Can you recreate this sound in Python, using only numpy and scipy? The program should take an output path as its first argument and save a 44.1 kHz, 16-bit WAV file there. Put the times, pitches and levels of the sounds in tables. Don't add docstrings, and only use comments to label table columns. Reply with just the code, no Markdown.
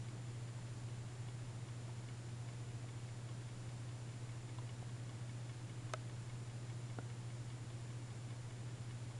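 import sys
import numpy as np
from scipy import signal
from scipy.fft import rfft, irfft
from scipy.io import wavfile

SR = 44100
rng = np.random.default_rng(int(sys.argv[2]) if len(sys.argv) > 2 else 0)


def generate_wav(sig):
    pcm = np.round(np.clip(np.atleast_2d(sig).T, -1, 1) * 32767).astype(np.int16)
    wavfile.write(sys.argv[1], SR, pcm)


N = 405279

# pitch_hz, rms_level_db
HUM_TONES = [(59, -79), (105.815, -59.5), (120.022, -48.9), (134.21, -69.3), (158, -76), (240, -77),
             (300, -77), (360, -80), (889.6, -79.5), (7140.2, -74.6), (7851, -96)]
# frequency_hz, gain_db
RUMBLE_CURVE = [(10, -8.5), (28, 2), (46, -8.5), (75, -5), (92, 3), (135, 3), (146, 0), (170, 0.5),
                (235, -5.5), (320, -3.5), (420, -9.5), (800, -14.5), (2000, -25.5), (6000, -49.5)]
# centre_hz, width_hz, gain_db
ROOM_COLOUR = [(650, 110, 1), (1350, 180, -2.5), (2200, 100, 2.5)]
# frequency_hz, gain_db
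HISS_CURVE = [(100, -2.5), (1500, 2), (4000, -2.5), (7000, -4.5), (10000, -6), (10500, -10.5),
              (11000, -24.5), (11600, -23), (12200, -39)]
# pitch_hz, gain_db, t60_s
WATCH_MODES = [(1090, -0.5, 0.058), (1823, -1.5, .03), (2200, 0.5, 0.055), (2930, -1.5, 0.04),
               (3324, -4.5, 0.046), (3430, -5, 0.04), (3620, -8, 0.035), (4800, -7.5, 0.026)]
# time_s, gain_db
TOCK_RIDE = [(0, -63), (2.7, -62.5), (4.2, -55.5), (7, -56), (9.1, -60)]
# start_s, peak_db, centre_hz, spread_octaves, pitch_ratio, ring_time_ratio
CAMERA_HITS = [(1.881, -48, 950, .6, 1.04, 1), (1.893, -49, 850, .6, 1.4, 1.1),
               (2.842, -47, 600, .7, 1.05, .9), (4.5855, -44, 1000, 0.39, 1.57, 1.1),
               (4.5855, -50.5, 3600, .3, 0.95, 1.7), (4.826, -43, 600, 0.59, 1.1, 0.59),
               (5.9362, -27.5, 2300, 2.8, 1, 1.07), (6.9865, -33, 300, 0.8, 1.08, 0.77),
               (6.9872, -39.5, 1350, .25, 1.1, 0.91)]
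# base_pitch_hz, gain_db, base_t60_s
CAMERA_MODES = [(288, -3, 0.033), (420, 1, 0.029), (532, -3.5, 0.042), (630, 5, 0.037), (852, -10, 0.034),
                (1080, -16.5, .035), (1298, 3.5, 0.026), (1494, -3, 0.027), (2100, -6.5, 0.028),
                (2504, -6.5, 0.021), (3010, -10, 0.023), (3670, -5, 0.014), (4080, -12.5, 0.019),
                (5420, -6, 0.0077), (6280, 0, 0.0066), (7840, -4.5, 0.0069), (9670, -5, 0.005)]


def amp(db):
    return 10 ** (np.asarray(db) / 20)


def add(mix, start_s, sound):
    part = mix[max(round(start_s * SR), 0):][:len(sound)]
    part += sound[:len(part)]


def shaped_noise(curve, bells=()):
    hz = np.fft.rfftfreq(N, 1 / SR)
    points_hz, points_db = np.transpose(curve)
    eq_db = np.interp(np.log(hz + 1), np.log(points_hz), points_db)
    for centre_hz, width_hz, gain_db in bells:
        eq_db += gain_db / (1 + (2 * (hz - centre_hz) / width_hz) ** 2)
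    noise = irfft(rfft(rng.standard_normal(N)) * amp(eq_db), N)
    return noise / np.sqrt(np.mean(noise ** 2) + 1e-20)


def plate_ring(modes, weights, lag_s):
    hz, gain_db, t60_s = np.transpose(modes)[:, :, None]
    delay_s = lag_s * np.sqrt(1000 / hz)
    t = np.maximum(np.arange(SR // 10) / SR - delay_s, 0)
    decay = amp(gain_db - 60 * t / t60_s)
    return weights @ (decay * np.sin(2 * np.pi * hz * t))


def hum_and_whine():
    t = np.arange(N) / SR
    return np.sqrt(2) * sum(amp(db) * np.sin(2 * np.pi * (hz * t + rng.random())) for hz, db in HUM_TONES)


def room_rumble(level_db=-56):
    return amp(level_db) * shaped_noise(RUMBLE_CURVE, ROOM_COLOUR)


def microphone_hiss(level_db=-62.5):
    return amp(level_db) * shaped_noise(HISS_CURVE)


def balance_beats(first_s=.085, beat_s=.200045, slowing_s_per_beat=.0000217, tick_gain_db=-57.5):
    beat = np.arange(int(N / SR / beat_s) + 1)
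    times_s = first_s + beat_s * beat + slowing_s_per_beat * beat ** 2 / 2
    tock_gain_db = np.interp(times_s, *np.transpose(TOCK_RIDE))
    return times_s, np.where(beat % 2, tock_gain_db, tick_gain_db)


def watch_escapement(trim_db=3, force_scatter_db=1, mode_scatter_db=2, unlock_db=-13, unlock_lead_s=.017):
    out = np.zeros(N)
    for start_s, gain_db in zip(*balance_beats()):
        force = amp(gain_db + trim_db + force_scatter_db * rng.standard_normal()) / 2
        colour = amp(mode_scatter_db * rng.standard_normal(len(WATCH_MODES)))
        tick = force * plate_ring(WATCH_MODES, colour, lag_s=0.00033)
        add(out, start_s - unlock_lead_s, amp(unlock_db) * tick)
        add(out, start_s, tick)
    return out


def camera_knocks(lag_s=0.00059, low_cut_ratio=0.2):
    out = np.zeros(N)
    for start_s, peak_db, centre_hz, spread_octaves, pitch_ratio, ring_time_ratio in CAMERA_HITS:
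        modes = np.array(CAMERA_MODES) * [pitch_ratio, 1, ring_time_ratio]
        blow = np.exp(-.5 * (np.log2(modes[:, 0] / centre_hz) / spread_octaves) ** 2)
        low_cut = signal.butter(2, low_cut_ratio * centre_hz, "high", fs=SR, output="sos")
        knock = signal.sosfilt(low_cut, plate_ring(modes, blow, lag_s))
        add(out, start_s - lag_s / 2, amp(peak_db) * knock / abs(knock).max())
    return out


def scene():
    bed = hum_and_whine() + room_rumble() + microphone_hiss()
    return (bed + watch_escapement() + camera_knocks())[None]


def record(dry):
    cutoff_hz = 12250
    high_cut = signal.firwin(511, cutoff_hz, window=("kaiser", 9), fs=SR)
    return signal.oaconvolve(dry, high_cut[None], "same")


dry = scene()
out = record(dry)
generate_wav(out)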